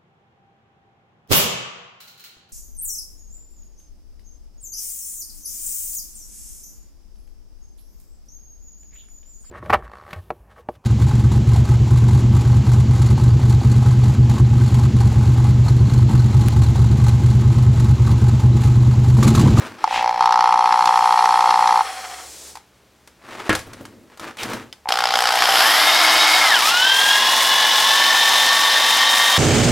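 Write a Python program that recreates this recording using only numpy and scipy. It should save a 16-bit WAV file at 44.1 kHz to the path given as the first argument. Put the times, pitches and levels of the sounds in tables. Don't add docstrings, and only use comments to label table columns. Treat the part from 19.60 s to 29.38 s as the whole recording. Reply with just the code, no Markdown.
import sys
import numpy as np
from scipy import signal
from scipy.fft import rfft, irfft
from scipy.io import wavfile
from scipy.ndimage import uniform_filter1d

SR = 44100
rng = np.random.default_rng(int(sys.argv[2]) if len(sys.argv) > 2 else 0)


def pcm_store(signal):
    levels = np.round(np.clip(np.atleast_2d(signal), -1, 1) * 32767)
    wavfile.write(sys.argv[1], SR, levels.astype(np.int16).T)


N = 431298
TIME = np.arange(N) / SR
MAINS_HZ = 60
PINION_TEETH, WHEEL_TEETH, SEGMENTS = 7, 38, 12


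def from_db(db):
    return 10 ** (np.asarray(db) / 20)


def rms_one(x):
    return x / np.sqrt(np.mean(x ** 2) + 1e-20)


def in_time(rows):
    seconds, *columns = np.transpose(rows)
    return [np.interp(TIME, seconds, column) for column in columns]


def since(start, attack=.01):
    return np.clip((TIME - start) / max(attack, 1 / SR), 0, 1)


def swell(start, attack, hold, release):
    return since(start, attack) * (1 - since(start + attack + hold, release))


def swells(rows):
    return sum(from_db(db) * swell(*shape) ** 2 for *shape, db in rows)


def drift(rate):
    knots = rng.standard_normal(4000)
    return rms_one(np.interp(TIME * rate * 2, np.arange(len(knots)), knots))


def colour(points, hz):
    points = np.array(points)
    return from_db(np.interp(np.log(hz), np.log(points[:, 0]), points[:, 1]))


def response(points):
    hz = np.maximum(np.fft.rfftfreq(4096, 1 / SR), 1)
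    cepstrum = irfft(np.log(colour(points, hz)))
    half = len(cepstrum) // 2
    folded = np.r_[cepstrum[0], 2 * cepstrum[1:half], np.zeros(half)]
    pulse = irfft(np.exp(rfft(folded)))[:half]
    return pulse / np.sqrt(np.sum(pulse ** 2))


def through(x, points):
    return signal.oaconvolve(x, response(points))[:N]


def noise(points, grain_db=0):
    sizes = from_db(grain_db * rng.standard_normal(N))
    return rms_one(through(rng.standard_normal(N) * sizes, points))


def resonance(x, hz, width):
    r = np.exp(-np.pi * width / SR)
    feed = np.array([1, 0, -1]) * (1 - r * r) / 2
    back = [1, -2 * r * np.cos(2 * np.pi * hz / SR), r * r]
    return signal.lfilter(feed, back, x + 1e-18)


def ringing_noise(hz, width, second_hz, second_width):
    return rms_one(resonance(resonance(rng.standard_normal(N), hz, width), second_hz, second_width))


def ringing_modes(modes):
    return sum(from_db(db) * ringing_noise(hz, width, hz, 2 * width) for hz, width, db in modes)


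def fade(clicks, t60):
    return signal.lfilter([1], [1, -from_db(-60 / (t60 * SR))], clicks + 1e-18)


def strikes(rows):
    out = np.zeros(N)
    for s, db in rows:
        out[int(s * SR)] += from_db(db)
    return out


# frequency in Hz, relative density in dB.
ROOM_COLOUR = [(15, -52), (25, -28), (48, -7.5), (70, -3), (92, -14.5), (134, -3), (157, -16.5),
               (185, -6.5), (344, -9.5), (5730, -23.5), (16000, -34)]
# time in seconds, level in dB.
HUM_LEVEL = [(0, -72), (2.9, -58.5), (3.05, -70.5), (9.78, -64.5)]


def room_tone(floor_db=-56, hum_hz=71):
    hum = np.sqrt(2) * from_db(in_time(HUM_LEVEL)[0]) * np.sin(2 * np.pi * hum_hz * TIME)
    return hum + from_db(floor_db) * noise(ROOM_COLOUR)


# start, attack, hold and release in seconds, level in dB.
CLOTH_RUSTLES = [(-.02, 0.016, .03, 0.32, -33), (.16, 0.071, .01, .05, -44), (3.56, 0.17, 0.18, .17, -35),
                 (4.01, 0.047, .18, .25, -47.5), (4.44, 0.079, .03, .05, -51),
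                 (4.56, 0.066, 0.044, 0.14, -35.5), (4.75, 0.072, 0.13, 0.19, -33.5)]
# frequency in Hz, relative density in dB.
CLOTH_COLOUR = [(150, -17), (320, -1), (480, -5), (700, -5), (1200, -3), (2000, -7.5), (3000, -13),
                (8500, -25.5), (16000, -38)]
# start, attack, hold and release in seconds, level in dB.
GRIP_THUDS = [(-.02, .02, 0.13, .13, -45), (3.6, 0.063, .2, .1, -54), (3.95, 0.082, 0.35, 0.25, -47.5),
              (4.57, 0.055, 0.063, 0.12, -48), (4.79, 0.052, 0.14, 0.22, -38)]
# frequency in Hz, relative density in dB.
GRIP_COLOUR = [(25, -37), (70, -9), (115, 5.5), (170, -9), (240, 6), (340, -0.5), (600, -8), (1500, -37.5)]


def handling(crumple_db=2.2):
    crumple = from_db(crumple_db * drift(45))
    cloth = swells(CLOTH_RUSTLES) * crumple * noise(CLOTH_COLOUR, grain_db=7)
    return cloth + swells(GRIP_THUDS) * noise(GRIP_COLOUR)


# time in seconds, relative level in dB.
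BENCH_BUMPS = [(4.068, -32.5), (4.143, -43), (4.208, -32), (4.228, -44), (4.43, -46), (4.61, -36),
               (4.645, -37), (4.852, -28), (4.898, -29), (4.94, -28)]


def bumps(bump_t60=0.098):
    push = uniform_filter1d(fade(strikes(BENCH_BUMPS), bump_t60), size=300)
    return push * noise([(30, -19), (70, -10), (120, -3), (170, -9), (240, 7.0),
                         (350, -5), (600, -6), (1500, -30), (5000, -32)])


# time in seconds, relative level in dB.
CAN_LANDINGS = [(3.8935, -4), (3.904, -17), (3.9285, -16)]
# frequency in Hz, relative level in dB, 60 dB decay in seconds before a cap.
BENCH_MODES = [(118, -22, 1.2), (309, 2.5, 0.17), (515, -1.5, 0.2), (818, -23, 0.3), (1010, -28, 0.53),
               (1210, -22, 0.22), (1630, -13, 0.17), (1693, -2, 0.24), (1640, -16, 0.33), (2170, -32, 0.98),
               (2353, -23, 0.29), (2492, -16, 0.31), (2891, -24, 0.55), (3150, -11, 0.11),
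               (3230, -22, 0.52), (3752, -28, 0.39)]
# time in seconds,
# relative level in dB.
METAL_CLINKS = [(2.9545, -26), (2.9715, -34.5), (3.475, -32.5), (3.7354, -43), (3.8936, -11.5),
                (3.929, -19), (3.9515, -9.5), (3.991, -26), (4.133, -26.5), (4.2528, -27), (4.574, -32),
                (4.5965, -24.5), (4.7706, -28), (4.786, -34), (4.8324, -13.5), (4.9, -29), (4.9342, -18.5),
                (5.1273, -29), (5.2885, -12)]
# frequency in Hz, relative density in dB.
METAL_COLOUR = [(200, -9), (900, 5), (2000, 2), (2700, -3.5), (3300, -2), (4200, -1.5), (6000, -4),
                (11000, -9.5), (16000, -23)]


def knocks(ring_db=-14, clatter_db=-9, clatter_t60=0.13, boom_db=-31.5, boom_t60=0.75,
           clink_db=-7, clink_t60=0.029, tail_db=-22, tail_t60=0.26):
    blows, clinks = strikes(CAN_LANDINGS), strikes(METAL_CLINKS)
    t = TIME[:SR // 2]
    bench = 0
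    for hz, db, t60 in BENCH_MODES:
        decay = from_db(db - 60 * t / min(t60, .35))
        bench = bench + decay * np.sin(2 * np.pi * hz * t) * rng.choice([-1, 1])
    ring = from_db(ring_db) * signal.oaconvolve(blows, bench)[:N]
    clatter = from_db(clatter_db) * fade(blows, clatter_t60) * noise(
        [(30, -34), (110, 0), (280, 3.5), (700, -0.5), (1500, 4.5), (3000, -6.0), (8000, -27), (16000, -58)])
    boom = from_db(boom_db) * fade(blows, boom_t60) * noise(
        [(20, -4), (45, -6), (110, 9), (200, -21), (600, -53)])
    clink_level = from_db(clink_db) * fade(clinks, clink_t60) + from_db(tail_db) * fade(clinks, tail_t60)
    return ring + clatter + boom + clink_level * noise(METAL_COLOUR)


# start, attack, hold and release in seconds, level in dB.
NOZZLE_SPITS = [(.22, 0.14, .015, 0.13, -24.5)]
# frequency in Hz, relative density in dB.
NOZZLE_SPIT_COLOUR = [(400, -18.5), (1300, -8), (2700, -2), (4200, -11.5), (7000, -20.5), (15000, -48)]
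# start, attack, hold and release in seconds, level in dB.
OIL_JETS = [(.22, 0.12, .01, .1, -42), (.7, 0.627, 1.572, 0.12, -40.5)]
# frequency in Hz, relative density in dB.
OIL_JET_COLOUR = [(200, -14.5), (600, -5), (1300, -11.5), (3000, -8.5), (5500, -3), (8000, -2.5),
                  (11000, -11), (16000, -19.5)]


def spray():
    spit = swells(NOZZLE_SPITS) * noise(NOZZLE_SPIT_COLOUR, grain_db=-1.5)
    return swells(OIL_JETS) * noise(OIL_JET_COLOUR) + spit


# start, attack, hold and release in seconds, level in dB.
RIM_TOUCHES = [(4.77, 0.022, .04, .05, -31.5)]


def bristles(ping_db=-30, ping_t60=0.013):
    brush = noise([(500, -20), (1500, -8), (2400, 0), (3400, 0), (4500, -11), (9000, -17), (16000, -26)],
                  grain_db=5)
    tones = sum(np.sin(2 * np.pi * hz * TIME) * from_db(db) for hz, db in [(3050, 2), (3450, 0), (4950, 2)])
    ping = fade(strikes([(5.1273, ping_db)]), ping_t60) * tones
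    return swells(RIM_TOUCHES) * brush + ping


# frequency in Hz, relative level in dB.
STALL_LINES = [(301.5, -65), (360.7, -63.5), (419.9, -64), (479.1, -64.5), (538.3, -63.5)]
# start, attack, hold and release in seconds.
STALL_SPAN = (2.2, .05, 0.72, .04)


def stall(hum_db=-1):
    lines = sum(from_db(db + hum_db) * np.sin(2 * np.pi * (hz * TIME + rng.random())) for hz, db in STALL_LINES)
    return np.sqrt(2) * lines * swell(*STALL_SPAN)


# start, attack, hold and release in seconds.
RATTLE_SPAN = (0.16, 0.027, 2.43, 0.12)
# frequency in Hz, relative density in dB.
GEAR_COLOUR = [(59, -80), (100, -54), (315, -29), (535, -2), (608, -14), (784, -6.5), (970, -2),
               (1280, 1.5), (1480, -5), (1870, -2), (2860, -10), (4290, -17), (6290, -26.5), (9820, -25),
               (16000, -51.5)]
# frequency in Hz, width in Hz, relative level in dB.
GEAR_CASE = [(754, 68, 2.5), (3256, 184, -8), (4270, 290, -6.5), (5370, 580, -8)]
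# start, attack, hold and release in seconds, level in dB.
BRUSH_SQUEAL = [(.55, .75, 1.03, .11, -49)]
RATTLE_DB, RATTLE_BUILD_DB, RATTLE_BUILD_S = -29, 16, 0.58
COAST_FROM_S, COAST_DB_PER_S = 2.157, 29


def idling(case_db=-4.5, flutter_db=2.0, squeal_hz=10200, squeal_width=160):
    still_to_build = RATTLE_BUILD_DB * np.exp((RATTLE_SPAN[0] - TIME) / RATTLE_BUILD_S)
    coasting = COAST_DB_PER_S * np.maximum(TIME - COAST_FROM_S, 0)
    level = RATTLE_DB - still_to_build - coasting + flutter_db * drift(70)
    gears = noise(GEAR_COLOUR, grain_db=4.5) + from_db(case_db) * ringing_modes(GEAR_CASE)
    squeal = ringing_noise(squeal_hz, squeal_width, squeal_hz, squeal_width)
    return gears * from_db(level) * swell(*RATTLE_SPAN) + squeal * swells(BRUSH_SQUEAL)


# first kick in seconds, end in seconds, relative level in dB.
KICK_TRAINS = [(0.2413, .25, -12), (.2762, .28, -21.5), (0.3097, .6, -21.5), (0.608, 2.22, -14),
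               (2.726, 2.95, -69), (2.954, 2.98, -41), (5.257, 5.28, -27.5), (5.2886, 9.78, -22)]


def firings(jitter_s=.00009):
    rows = []
    for first, end, db in KICK_TRAINS:
        for s in np.arange(first, end, 1 / MAINS_HZ):
            rows.append((s + jitter_s * rng.standard_normal(), db))
    return strikes(rows)


def bench_shake():
    creeping = since(KICK_TRAINS[2][0]) - since(COAST_FROM_S)
    level = from_db(-55) * since(HONE_START_S) + from_db(-53.0) * creeping
    return level * noise([(25, -1.5), (55, -7), (130, -1), (300, -1.5), (900, -38.0)])


# time in seconds, relative level in dB.
HARDEST_KICKS = [(0.656, -14.5), (0.7236, -8.5), (0.8066, -15), (1.1233, -12), (1.2565, -6), (1.273, -7.5),
                 (1.6552, -8.5), (1.8067, -9), (1.9061, -9), (2.0732, -6.5)]
# frequency in Hz, relative level in dB.
FREE_BODY = [(100, -43.5), (400, -36), (550, -25.5), (660, -31.5), (725, -9.5), (785, -0.5), (890, 2.5),
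             (1050, -6), (1330, -11), (1520, -27), (2200, -31.5), (5000, -51.5), (16000, -96)]
LOADED_BODY = [(100, -45), (350, -30.5), (490, -9.5), (610, -20.5), (720, -1), (810, 4.5), (980, -16.5),
               (1400, -6), (1900, -21.5), (3000, -26), (5000, -32), (16000, -84)]
GENTLE_BODY = [(100, -49), (400, -32), (560, -16), (670, -25), (730, -4.5), (810, 0.5), (950, -4),
               (1150, -17.5), (1400, -26.5), (2300, -25.5), (5000, -62.5), (16000, -70)]
# time in seconds, commutator segments passing per second.
CREEP_RATE = [(.6, 17.6), (.83, 25), (.97, 16), (1.36, 11), (1.7, 19.5), (1.9, 20), (2.0, 26), (2.2, 17.3)]
# start, attack, hold and release in seconds.
TRIGGER_SQUEEZE = (.38, .1, 0.013, 0.033)
SQUEEZE_DB = 5
SMOOTH_FROM_S, SMOOTH_DB_PER_S, SMOOTH_MOST_DB = 5.76, 21.5, 17


def kicks(fired, throb_db=1.35, clack_db=-8.0, clack_throb_db=1.5, hard_db=-9, clack_t60=0.022):
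    creep_start = KICK_TRAINS[3][0]
    segments = np.cumsum(in_time(CREEP_RATE)[0] * (TIME > creep_start)) / SR
    throb = (TIME > creep_start - 1 / MAINS_HZ / 2) * np.cos(2 * np.pi * segments)
    squeeze = SQUEEZE_DB * swell(*TRIGGER_SQUEEZE)
    free = fired * (TIME < 4) * from_db(squeeze + throb_db * throb + .5 * rng.standard_normal(N))
    smoothing = np.clip(SMOOTH_DB_PER_S * (TIME - SMOOTH_FROM_S), 0, SMOOTH_MOST_DB)
    loaded = fired * (TIME > 4) * from_db(1.3 * rng.standard_normal(N) - smoothing)
    gentle_early = (TIME > KICK_TRAINS[0][1]) & (TIME < KICK_TRAINS[2][1])
    gentle_late = (TIME > KICK_TRAINS[-3][1]) & (TIME < HONE_START_S)
    gentle = gentle_early | gentle_late
    jolts = through(free * ~gentle, FREE_BODY)
    jolts += through((free + loaded) * gentle, GENTLE_BODY)
    jolts += through(loaded * ~gentle, LOADED_BODY)
    hits = free * from_db(clack_db + clack_throb_db * throb) + strikes(HARDEST_KICKS) * from_db(hard_db)
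    clack = noise([(200, -21.0), (800, 2.5), (1900, 5), (2800, -3.0), (4300, 2.5), (5600, 0.0),
                   (7500, -14.5), (15000, -34)], grain_db=4.0)
    return jolts * np.sqrt(SR / MAINS_HZ) + fade(hits, clack_t60) * clack


# start, attack, hold and release in seconds, level in dB.
RIM_SIZZLE = [(5.6, 0.38, .17, .9, -29.5)]


def sizzle(sizzle_hz=11400, sizzle_width=2400):
    return swells(RIM_SIZZLE) * ringing_noise(sizzle_hz, sizzle_width, sizzle_hz, sizzle_width)


# frequency in Hz, relative density in dB.
RIM_COLOUR = [(59, -79), (100, -40), (249, -33), (302, -24.5), (358, -26.5), (570, -18.5), (691, -6.5),
              (1200, -9), (2130, -11), (2630, -11), (3120, 1.5), (5190, 0.5), (5900, -12.5), (11900, -17),
              (16000, -28)]
BORE_COLOUR = [(59, -75), (100, -44.5), (249, -19), (452, -17), (736, -5.5), (1130, -11), (1450, -8),
               (1760, -5.5), (2420, -11.5), (3620, -1.5), (4570, -7), (5300, -10.5), (7610, -20),
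               (12900, -25.5), (16000, -32.5)]
# frequency in Hz, width in Hz, relative level in dB.
BORE_RESONANCES = [(920, 243, -7), (1810, 370, -12), (3400, 1080, -6), (5210, 470, -11)]
# dB on the rim, dB in the bore, dB lost at a standstill,
# dB added under strain, dB added at entry, flutter in dB.
SCRUB_BANDS = [(-15, -21, 12, -2, 0.5, .5), (-14, -16, 13, -2, 4, .5), (-26, -24.5, 18.5, -2.5, 8, 1.6)]
# time in seconds, extra push in dB against an ordinary jerk.
BEAD_RAPS = [(5.2885, -8), (5.3215, 2), (5.3385, -3), (5.3885, 1), (5.4385, -1), (5.472, -6), (5.5545, -6),
             (5.672, -3), (5.755, -8)]
# start, attack, hold and release in seconds.
BORE_ENTRY = (6.93, 0.12, 0.039, 0.031)
HONE_START_S, BITE_SPEED = 5.28, 196
EVEN_SPEED, JERK_FALLOFF, JERK_LEAST = 356, 1.8, .04


def scrubbing(fired, speed, turns, depth, strain, jerk_t60=0.026, jerk_spread_db=2.0, sway=0.11, ripple=0.13):
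    bore = rms_one(noise(BORE_COLOUR, grain_db=2.5) + ringing_modes(BORE_RESONANCES))
    rim = rms_one(noise(RIM_COLOUR, grain_db=5) + from_db(-15.5) * ringing_noise(5070, 600, 5850, 1000))
    honing, entry = since(HONE_START_S), swell(*BORE_ENTRY)
    slowness = np.maximum(1 - speed / BITE_SPEED, 0)
    out = 0
    bands = [(20, 2350), (2350, 6700), (6700, 20000)]
    for (rim_db, bore_db, slow_db, strain_db, entry_db, flutter_db), band in zip(SCRUB_BANDS, bands):
        sos = signal.butter(3, band, "band", fs=SR, output="sos")
        on_rim, in_bore = (rms_one(signal.sosfilt(sos, x)) for x in (rim, bore))
        level = rim_db + (bore_db - rim_db) * depth - slow_db * slowness
        level = level + strain_db * strain + entry_db * entry
        level = level + flutter_db * (drift(8) + drift(40)) / np.sqrt(2)
        out = out + from_db(level) * (np.sqrt(1 - depth) * on_rim + np.sqrt(depth) * in_bore)
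    slow_share = np.maximum(1 - speed / EVEN_SPEED, 0) ** JERK_FALLOFF
    jerky = np.clip(JERK_LEAST + (1 - depth) * slow_share, 0, 1)
    pushes = (fired > 0) * honing * from_db(jerk_spread_db * rng.standard_normal(N)) + strikes(BEAD_RAPS)
    jerks = uniform_filter1d(fade(pushes, jerk_t60), size=56)
    jerks = jerks ** 2 / np.mean(jerks[honing > .5] ** 2)
    wheel_sway = sway * depth * np.cos(2 * np.pi * turns * PINION_TEETH / WHEEL_TEETH)
    pressure = 1 + wheel_sway + ripple * np.cos(4 * np.pi * MAINS_HZ * TIME)
    return out * np.sqrt(1 - jerky + jerky * jerks) * pressure * honing


# dB running free, dB under load,
# dB added under strain, dB lost per octave below the singing speed.
MESH_LEVELS = (-25, -26.3, 9, 19)
OCTAVE_LEVELS = (-40, -26.5, 8, 24)
COMMUTATOR_LEVELS = (-27.5, -26, -4, 28)
# multiple of rotor speed, relative dB on the rim, relative dB in the bore.
LESSER_WHINES = [(1.002, -41, -46.5), (2.02, -55, -38.5), (2.24, -38, -54), (4.387, -27, -22),
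                 (5.54, -29, -46), (6.66, -30, -33), (7.99, -35, -31), (8.87, -49, -35), (10.83, -49, -47),
                 (20.57, -37.5, -38), (24.36, -47, -37)]
# frequency in Hz, width in Hz, dB added.
HOUSING_MODES = [(1785, 64, 3.5), (3705, 105, 2.5)]
SINGING_SPEED = 232


def whine(speed, turns, depth, strain, waver_db=2.55, rasp_db=3.0, wobble=0.59, smear=1.06, catch=.9,
          lesser_db=-1.5, lesser_strain_db=-5):
    wheel = 2 * np.pi * turns * PINION_TEETH / WHEEL_TEETH
    play = (speed / speed.max()) ** 2
    unrest = play + catch * swell(*BORE_ENTRY)
    octaves_slow = np.maximum(np.log2(SINGING_SPEED / speed), 0)
    load = np.maximum(depth, strain)

    def main_level(free, loaded, strained, slow):
        return free + (loaded - free) * load + strained * strain - slow * octaves_slow

    def line(order, db, swing=0):
        flicker = unrest * (waver_db * drift(22) + rasp_db * (drift(130) - .3))
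        lift = sum(peak / (1 + (2 * (order * speed - hz) / width) ** 2) for hz, width, peak in HOUSING_MODES)
        return np.sqrt(2) * from_db(db + flicker + lift) * np.sin(2 * np.pi * order * turns + swing)

    mesh = line(PINION_TEETH, main_level(*MESH_LEVELS), 0.39 * play * drift(70))
    octave_swing = 0.82 * np.sin(wheel) + smear * unrest * drift(90)
    octave = line(2 * PINION_TEETH, main_level(*OCTAVE_LEVELS), octave_swing)
    out = mesh * (1 + 0.23 * np.cos(wheel)) + octave * (1 + wobble * np.cos(wheel))
    out += line(SEGMENTS, main_level(*COMMUTATOR_LEVELS))
    lesser = sum(line(order, rim + (bore - rim) * depth, 0.28 * drift(45)) for order, rim, bore in LESSER_WHINES)
    out += from_db(lesser_db + lesser_strain_db * strain) * lesser * play
    return out * since(ROTOR_SPEED[0][0])


# time in seconds, rotor turns per second.
ROTOR_SPEED = [(5.25, 19.6), (5.9, 176), (6.0, 217), (6.07, 256), (6.22, 302), (6.43, 314), (6.78, 314),
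               (6.89, 290), (7.02, 160), (7.12, 199.5), (7.27, 222.5), (7.74, 243), (8.03, 246.7),
               (8.2, 244.4), (8.38, 253.5), (8.85, 257.5), (9.12, 258.5), (9.78, 263.5)]
# time in seconds, share from 0 to 1.
HONE_DEPTH = [(6.85, 0.02), (7.15, 1)]
# start, attack, hold and release in seconds.
MOTOR_STRAIN = (6.84, 0.13, 0.36, 0.36)


def drill(fired):
    depth, strain = in_time(HONE_DEPTH)[0], swell(*MOTOR_STRAIN)
    speed = in_time(ROTOR_SPEED)[0]
    turns = np.cumsum(speed * (1 + .001 * drift(14))) / SR
    honing = scrubbing(fired, speed, turns, depth, strain) + sizzle()
    return kicks(fired) + idling() + whine(speed, turns, depth, strain) + honing


def workshop(x, wet_db=-17, t60=0.19, bench_echo_db=-19, bench_echo_s=.0092):
    t = TIME[:SR // 3]
    tail = rng.standard_normal(len(t)) * from_db(-60 * t / t60) * (t > .004)
    echoes = from_db(wet_db) * tail / np.sqrt(np.sum(tail ** 2))
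    echoes[int(bench_echo_s * SR)] += from_db(bench_echo_db)
    return x + signal.oaconvolve(x, echoes)[:N]


# frequency in Hz, level in dB.
SIDE_WIDTH = [(40, -11.5), (250, -12.5), (900, -21.5), (2200, -24.5), (4500, -19), (8000, -9.5),
              (15000, -6)]


def stereo(mid, left_db=0.31):
    t = TIME[:8192]
    scatter = rfft(rng.standard_normal(len(t)) * from_db(-60 * t / .2))
    hz = np.maximum(np.fft.rfftfreq(len(t), 1 / SR), 1)
    scatter *= colour(SIDE_WIDTH, hz) / np.sqrt(np.mean(abs(scatter) ** 2))
    side = signal.oaconvolve(mid, irfft(scatter)[:len(t) // 2])[:N]
    return np.array([(mid + side) * from_db(left_db), (mid - side) * from_db(-left_db)])


def scene():
    bench = handling() + bumps() + knocks() + spray() + bristles()
    echoing = workshop(bench + drill(firings()))
    return stereo(room_tone() + bench_shake() + stall() + echoing)


def record(dry):
    rounded = dry / (1 + dry ** 4) ** .25
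    top_cut = signal.ellip(10, .1, 80, 16000, fs=SR, output="sos")
    return signal.sosfilt(top_cut, rounded)


dry = scene()
out = record(dry)
pcm_store(out)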